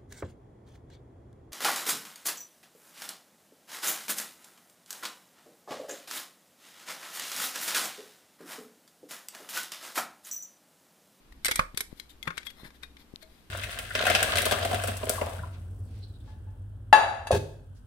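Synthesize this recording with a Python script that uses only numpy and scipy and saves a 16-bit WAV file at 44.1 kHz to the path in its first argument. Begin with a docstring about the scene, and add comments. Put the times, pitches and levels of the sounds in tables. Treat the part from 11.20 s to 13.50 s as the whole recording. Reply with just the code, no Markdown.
"""The thin lid of a small food can is peeled back by its ring, close by, in a quiet, faintly humming room.
First the scored seam tears in a run of sharp cracks, and the lid buckles with a loud, duller clack.
At about one second it buckles again, more softly. Fainter cracks follow as its edge scrapes along the
rim and the bent metal rings with clear pings, while fingers keep bumping the can.
Near two seconds a fingernail ticks, and a last ping and scrape die away."""
import sys
import numpy as np
from scipy import signal
from scipy.fft import rfft, irfft
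from scipy.io import wavfile
from scipy.ndimage import uniform_filter1d

SR = 44100
rng = np.random.default_rng(int(sys.argv[2]) if len(sys.argv) > 2 else 0)


def unload_wav(signal):
    """Save mono or channel-first audio to the path in sys.argv[1] as 16-bit WAV at rate SR, clipped to [-1, 1]."""
    wavfile.write(
        sys.argv[1],
        SR,
        np.round(np.clip(np.atleast_2d(signal).T, -1, 1) * 32767).astype(np.int16),
    )


N = 101429

# In the tables, pan_db is left minus right, and t60_s is the time a sound takes to fade by 60 dB.
# Tone colours, each a curve of gain over pitch: pitch_hz, gain_db
BACKGROUND_COLOUR = [(15, -1.5), (35, 0.5), (50, -19), (64, 1), (80, -9.5), (120, -15), (200, -10),
                     (280, -9.5), (420, -16.5), (600, -21.5), (1000, -21), (2000, -25.5), (3800, -27),
                     (7000, -34.5), (14000, -33.5)]
ECHO_COLOUR = [(60, -23), (300, 4.5), (1200, -1), (3000, -2), (8000, 0.5), (14000, -5.5)]
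RUMBLE_COLOUR = [(15, -7.5), (35, 9.5), (80, -7.5), (130, -11), (300, -33), (1000, -57)]
NAIL_COLOUR = [(100, -26), (1500, -20), (2600, -7), (4000, 5.5), (5500, -9), (8000, -19), (14000, -21.5)]
SCRAPE_COLOUR = [(100, -9), (700, -13), (2000, 2), (2800, -6.5), (3600, 5), (6000, -12.5), (9000, -10),
                 (14000, -8)]
BUCKLE_COLOUR = [(40, -46), (90, -12), (170, 3.5), (270, -16), (540, -5), (720, -16), (1000, 1.5),
                 (1500, -0.5), (2300, -6.5), (3300, -16), (7000, -31.5), (14000, -38)]
CRACK_COLOUR = [(40, -8.5), (200, -15.5), (700, -15), (1200, -4), (1600, 0), (2200, 5.5), (2750, -4),
                (3450, 1), (4400, -2), (6300, -5.5), (8200, -4), (13500, -7.5)]
# The natural notes (modes) of the lid and of the can: pitch_hz, relative_db, t60_s
LID_MODES = [(1577, -4, 0.09), (2092, 3.5, 0.15), (2174, -17.5, 0.067), (2345, -15, 0.37), (3340, -2, 0.13),
             (3420, -4, 0.078), (3985, -7.5, 0.075), (4570, 1, .08), (5600, -2, 0.12), (6100, -17, 0.2),
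             (7900, -9, 0.083), (9650, 1, 0.087), (12700, -11, .06)]
CAN_MODES = [(149, -5, 0.11), (532, -13, 0.14), (1080, 3.5, 0.13), (1200, -5.5, 0.15), (1330, -12, .2),
             (1410, -18, .16), (1566, -2.5, 0.11), (1624, -5, .1), (2130, -15, .25), (2410, -22, 0.34)]
# The hand shifts the can on the table: peak_s, width_s, level_db
RUMBLES = [(.16, 0.048, -52), (.40, 0.066, -49.5), (1.11, .04, -52.5)]
# The can bumps against fingers and table: start_s, level_db, pitch_hz, pan_db
BUMPS = [(0.3924, -30.5, 141, -10), (.5440, -41, 137, 23), (0.728, -40.5, 206, 15), (1.0750, -40.5, 225, 4),
         (1.433, -45, 222, -1), (1.4530, -50, 170, 0), (1.9377, -42, 224, 27)]
# The lid's edge rubs along the rim: peak_s, swell_s, fade_s, level_db, bass_db, pan_db
SCRAPES = [(0.301, .03, 0.035, -44.5, -10, 2), (.382, 0.022, 0.024, -40, 2, 0),
           (.593, 0.014, 0.0079, -43, 1, 17), (.725, 0.0098, 0.013, -59, 18, 18),
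           (0.791, 0.021, 0.015, -55.5, -21, 18), (.897, 0.0032, 0.02, -50.5, -16, 12),
           (1.067, 0.019, 0.011, -53.5, 19, 2), (1.176, 0.032, 0.024, -56.5, 16, 11),
           (1.267, 0.0087, 0.0097, -41.5, 1, 16), (1.305, 0.012, 0.0078, -50, 2, 9),
           (1.409, 0.035, 0.017, -53, 16.5, 11), (1.458, 0.015, 0.018, -45.5, 16, 10),
           (1.555, 0.011, 0.013, -59, -5, 12), (1.633, 0.0048, 0.011, -48, 9.5, 7),
           (1.802, 0.011, 0.021, -56.5, -5, 11), (2.028, 0.011, 0.0082, -50, -3, 14),
           (2.15, 0.056, 0.085, -64, -1, 19)]
# Notes that the bent lid rings on with: start_s, pitch_hz, level_db, t60_s, pan_db
PINGS = [(.2470, 8100, -30, 0.1, -3), (.2470, 1577, -36.5, .08, -5), (0.265, 3985, -36, 0.099, -7),
         (.2880, 515, -30, 0.044, -23), (.3572, 2345, -36.5, 0.087, 6), (.5740, 402, -43, 0.046, -23),
         (0.575, 4570, -32, 0.029, 10), (0.6073, 431, -44, 0.054, -22), (0.6058, 1550, -42.5, 0.06, -4),
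         (.2560, 2050, -40.5, 0.36, 0), (.3120, 3340, -29.5, 0.031, 4), (.3120, 2213, -34, 0.12, 16),
         (.7980, 3270, -43.5, 0.039, 18), (.7980, 4090, -36.5, 0.024, 16), (1.0280, 2430, -68, 0.095, 10),
         (1.0280, 3354, -37.5, 0.034, 18), (1.1785, 3570, -42, 0.013, 19), (1.1785, 1593, -30.5, 0.016, 19),
         (1.1785, 2193, -30.5, 0.019, 12), (1.2685, 3327, -35.5, 0.13, 28), (1.6330, 3720, -42, .1, 25),
         (1.6330, 2445, -50, 0.095, 12), (1.7680, 2420, -66, 0.19, 7), (2.0280, 642, -54.5, 0.21, 15),
         (2.0280, 2170, -52.5, 0.071, 16), (2.0280, 4160, -51, .06, 21)]
# The lid buckles: start_s, level_db, bass_db, treble_db, pan_db
BUCKLES = [(.2880, -33.5, -10, -3, -15), (.3921, -17.5, -2, 5.5, 0.5), (1.0722, -33, 3.5, 5, 15),
           (1.0755, -27.5, -6, 2, 9), (1.1035, -34.5, -7, -0.5, 12)]
# The seam cracks: start_s, level_db, bass_db, treble_db, pan_db
CRACKS = [(.1227, -54, 6, -7.5, 8), (.2466, -25, -5.5, -1, 7), (.2556, -23.5, 11, 7, 0),
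          (.2636, -26, -1, -0.5, 4), (.2820, -27, 4.5, -4, 3.5), (.3117, -25, 10.5, 3, 2.5),
          (.3175, -27.5, 4.5, -8, -3), (.3572, -25.5, 3.5, 6.5, 2.5), (.5470, -51, 7, -5, 25),
          (.5735, -26, 2.5, 4.5, 3.5), (.6060, -26.5, 6, 6.5, -1), (.7976, -40, -8, -3.5, 9.5),
          (1.0276, -39, -27, -8.5, 11), (1.1710, -44.5, 9, -5, 10), (1.1784, -32, -2, -11.5, 12.5),
          (1.2301, -49.5, -3, -13, 12), (1.2671, -40, -0.5, -9.5, 10), (1.3020, -47.5, -6, -5, 11),
          (1.5045, -55, 15, -8, 11), (1.6327, -41.5, 4, -11.5, 15), (1.7679, -51.5, -15, -21, 8),
          (2.0263, -53, -7, -2, 9)]

BASS_HZ, TREBLE_HZ = 1300, 5230  # bass_db acts below the first, treble_db above the second
SIZE = 16384  # samples in one short sound
T = np.arange(SIZE) / SR  # its time axis, in seconds
HZ, SCENE_HZ = np.fft.rfftfreq(SIZE, 1 / SR), np.fft.rfftfreq(N, 1 / SR)
BASS_BAND = 1 / (1 + (HZ / BASS_HZ) ** 4)
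TREBLE_BAND = 1 - 1 / (1 + (HZ / TREBLE_HZ) ** 4)


def gain(db):
    """Turns decibels into a number to multiply by."""
    return 10 ** (np.asarray(db) / 20)


def pan(pan_db):
    """Left and right gains that keep the total power the same."""
    sides = gain(np.array([[.5], [-.5]]) * pan_db)
    return sides / np.sqrt(np.mean(sides ** 2, axis=0))


def fade(t60_s):
    """A decay that falls by 60 dB in t60_s."""
    return np.exp(-np.log(1000) * T / t60_s)


def at_level(sound, level_db):
    """Sets the level of a short sound as if all its energy fell within 10 ms."""
    return sound * gain(level_db) / np.sqrt(np.mean(np.sum(sound ** 2, axis=-1)) / (SR / 100))


def add(out, start_s, sound):
    """Mixes a short sound into the scene."""
    start = int(start_s * SR)
    out[:, start:start + SIZE] += sound[:, :N - start]


def curve(points, hz=HZ):
    """Joins the points of a tone colour into a gain in dB at every frequency."""
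    pitch_hz, gain_db = np.array(points, float).T
    return np.interp(np.log(hz + 1), np.log(pitch_hz), gain_db)


def colour(sound, gain_db):
    """Filters a short sound so that no ringing comes before its start (minimum phase)."""
    cepstrum = irfft(np.log(gain(gain_db)), SIZE)
    cepstrum[..., 1:SIZE // 2] *= 2
    cepstrum[..., SIZE // 2 + 1:] = 0
    return irfft(rfft(sound) * np.exp(rfft(cepstrum)), SIZE)


def stereo_noise(right_lag_s=.0002, treble_shared=0.39):
    """Noise at two microphone openings: shared in the bass, partly separate above, later on the right."""
    noise = rfft(rng.standard_normal((3, SIZE)))
    separate = (1 - treble_shared) * HZ ** 2 / (HZ ** 2 + 400 ** 2)
    common = noise[2] * np.exp(-2j * np.pi * HZ * np.array([[0], [right_lag_s]]))
    return irfft(np.sqrt(1 - separate) * common + np.sqrt(separate) * noise[:2], SIZE)


def room_noise(level_db=-58, pan_db=1.5):
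    """A low room rumble, mostly shared by both sides, with a faint separate hiss on each."""
    noise = rfft(rng.standard_normal((3, N)))
    shared = 0.89 / (1 + (SCENE_HZ / 600) ** 2)
    spectrum = np.sqrt(shared) * noise[2] + np.sqrt(1 - shared) * noise[:2]
    air = irfft(spectrum * gain(curve(BACKGROUND_COLOUR, SCENE_HZ)), N)
    return air / air.std() * gain(level_db) * pan(pan_db)


def room_hum(pitch_hz=63.3, width_hz=3.1, level_db=-66.5):
    """A faint low drone, which wavers because it is a very narrow band of noise."""
    band = np.exp(-((SCENE_HZ - pitch_hz) / width_hz) ** 2)
    drone = irfft(rfft(rng.standard_normal(N)) * band, N)
    return gain(level_db) * drone / drone.std()


def room_echo(sound, t60_s=0.25, build_s=0.013):
    """The walls of a small room send the sound back as a short, smooth tail."""
    build_up = 1 - np.exp(-(T / build_s) ** 2)
    tail = colour(rng.standard_normal((2, SIZE)) * fade(t60_s) * build_up, curve(ECHO_COLOUR))
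    tail *= gain(-17) / np.sqrt(np.sum(tail ** 2) / 2)
    blended = sound + 0.42 * sound[::-1]  # each side also gets some of the other
    return signal.fftconvolve(blended, tail, axes=1)[:, :N]


def can_shifts():
    """The hand shifts the can on the table, making low swells of rumble."""
    time_s = np.arange(N) / SR
    rumble = irfft(rfft(rng.standard_normal(N)) * gain(curve(RUMBLE_COLOUR, SCENE_HZ)), N)
    swells = sum(gain(level_db) * np.exp(-((time_s - peak_s) / width_s) ** 2 / 2)
                 for peak_s, width_s, level_db in RUMBLES)
    return rumble / rumble.std() * swells


def finger_taps():
    """The can bumps on fingers and table, each thud about one cycle long, and a nail ticks once."""
    out = np.zeros((2, N))
    for start_s, level_db, pitch_hz, pan_db in BUMPS:
        thud = T * fade(0.0059) * np.sin(2 * np.pi * pitch_hz * T)
        add(out, start_s, pan(pan_db) * at_level(thud, level_db))
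    tick = colour(signal.unit_impulse(SIZE), curve(NAIL_COLOUR))
    add(out, start_s=1.9595, sound=pan(38) * at_level(tick, level_db=-43.5))
    return out


def sheet_ripple(depth_db=3):
    """The bent sheet's close, shifting resonances: random peaks and dips in dB, weaker below 2 kHz."""
    ripple = rng.standard_normal(len(HZ))
    ripple = uniform_filter1d(uniform_filter1d(ripple, size=70), size=70)
    return depth_db * ripple / ripple.std() * np.minimum(HZ / 2000, 1)


def rim_scrapes(grain_db=2.5):
    """The lid's edge sticks and slips on the rim, making grainy noise that swells and fades."""
    out = np.zeros((2, N))
    from_peak_s = T - T[-1] / 2
    for peak_s, swell_s, fade_s, level_db, bass_db, pan_db in SCRAPES:
        grains = gain(grain_db * np.repeat(rng.standard_normal(SIZE // 64), 64))
        rub = colour(stereo_noise() * grains, curve(SCRAPE_COLOUR) + bass_db * BASS_BAND + sheet_ripple())
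        width_s = np.where(from_peak_s < 0, swell_s, fade_s)
        swell = np.exp(-(from_peak_s / width_s) ** 2 / 2)
        add(out, peak_s + from_peak_s[0], rub / rub.std() * swell * gain(level_db) * pan(pan_db))
    return out


def lid_pings():
    """The thin lid rings on with clear notes, different ones as it bends."""
    out = np.zeros((2, N))
    for start_s, pitch_hz, level_db, t60_s, pan_db in PINGS:
        note = np.sqrt(2) * np.sin(2 * np.pi * pitch_hz * T)
        add(out, start_s, gain(level_db) * pan(pan_db) * fade(t60_s) * note)
    return out


def metal_ring(modes):
    """The metal's natural notes die away, a little different each time as the sheet bends."""
    out = 0
    for pitch_hz, relative_db, t60_s in modes:
        level_shift, pitch_shift = rng.standard_normal(2)
        phase = rng.uniform(0, 2 * np.pi, (2, 1))
        note = np.sin(2 * np.pi * pitch_hz * (1 + 0.006 * pitch_shift) * T + phase)
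        out = out + gain(relative_db + 4.2 * level_shift) * fade(t60_s) * note
    return out / np.sqrt(np.mean(out[:, :SR // 100] ** 2))  # strength 1 over the first 10 ms


def metal_snaps(events, tone_colour, modes, rise_s, t60_s, ring_db, bass_pan_db):
    """Each sudden slip shakes the sheet: most of its notes die at once as noise, and a few ring on."""
    out = np.zeros((2, N))
    attack = 1 - np.exp(-T / rise_s)
    for start_s, level_db, bass_db, treble_db, pan_db in events:
        burst = stereo_noise() * attack * fade(t60_s)
        power = uniform_filter1d(abs(rfft(burst)) ** 2, size=400, axis=-1)
        flatten_db = -10 * np.log10(power + 1e-9)  # evens out the noise's broad chance peaks
        burst = colour(burst, flatten_db + curve(tone_colour) + sheet_ripple())
        snap = at_level(burst, 0) + gain(ring_db) * attack * metal_ring(modes)
        sides_db = 20 * np.log10(pan(pan_db + bass_pan_db * BASS_BAND))
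        snap = colour(snap, bass_db * BASS_BAND + treble_db * TREBLE_BAND + sides_db)
        add(out, start_s, at_level(snap, level_db))
    return out


def lid_buckles():
    """The lid suddenly gives way with dull clacks that set the can ringing."""
    return metal_snaps(BUCKLES, BUCKLE_COLOUR, CAN_MODES,
                       rise_s=0.00074, t60_s=0.035, ring_db=-9, bass_pan_db=-9)


def seam_cracks():
    """The scored seam tears in sharp cracks that set the lid ringing."""
    return metal_snaps(CRACKS, CRACK_COLOUR, LID_MODES,
                       rise_s=0.00026, t60_s=0.026, ring_db=-16, bass_pan_db=-12.5)


def scene():
    """Mixes the metal and its echo with the handling sounds and the quiet room."""
    metal = seam_cracks() + lid_buckles() + lid_pings() + rim_scrapes()
    return metal + room_echo(metal) + finger_taps() + can_shifts() + room_noise() + room_hum()


def record(dry):
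    """Steeply cuts the highest treble, above 14.4 kHz."""
    return signal.sosfilt(signal.butter(14, 14400, fs=SR, output="sos"), dry)


dry = scene()
out = record(dry)
unload_wav(out)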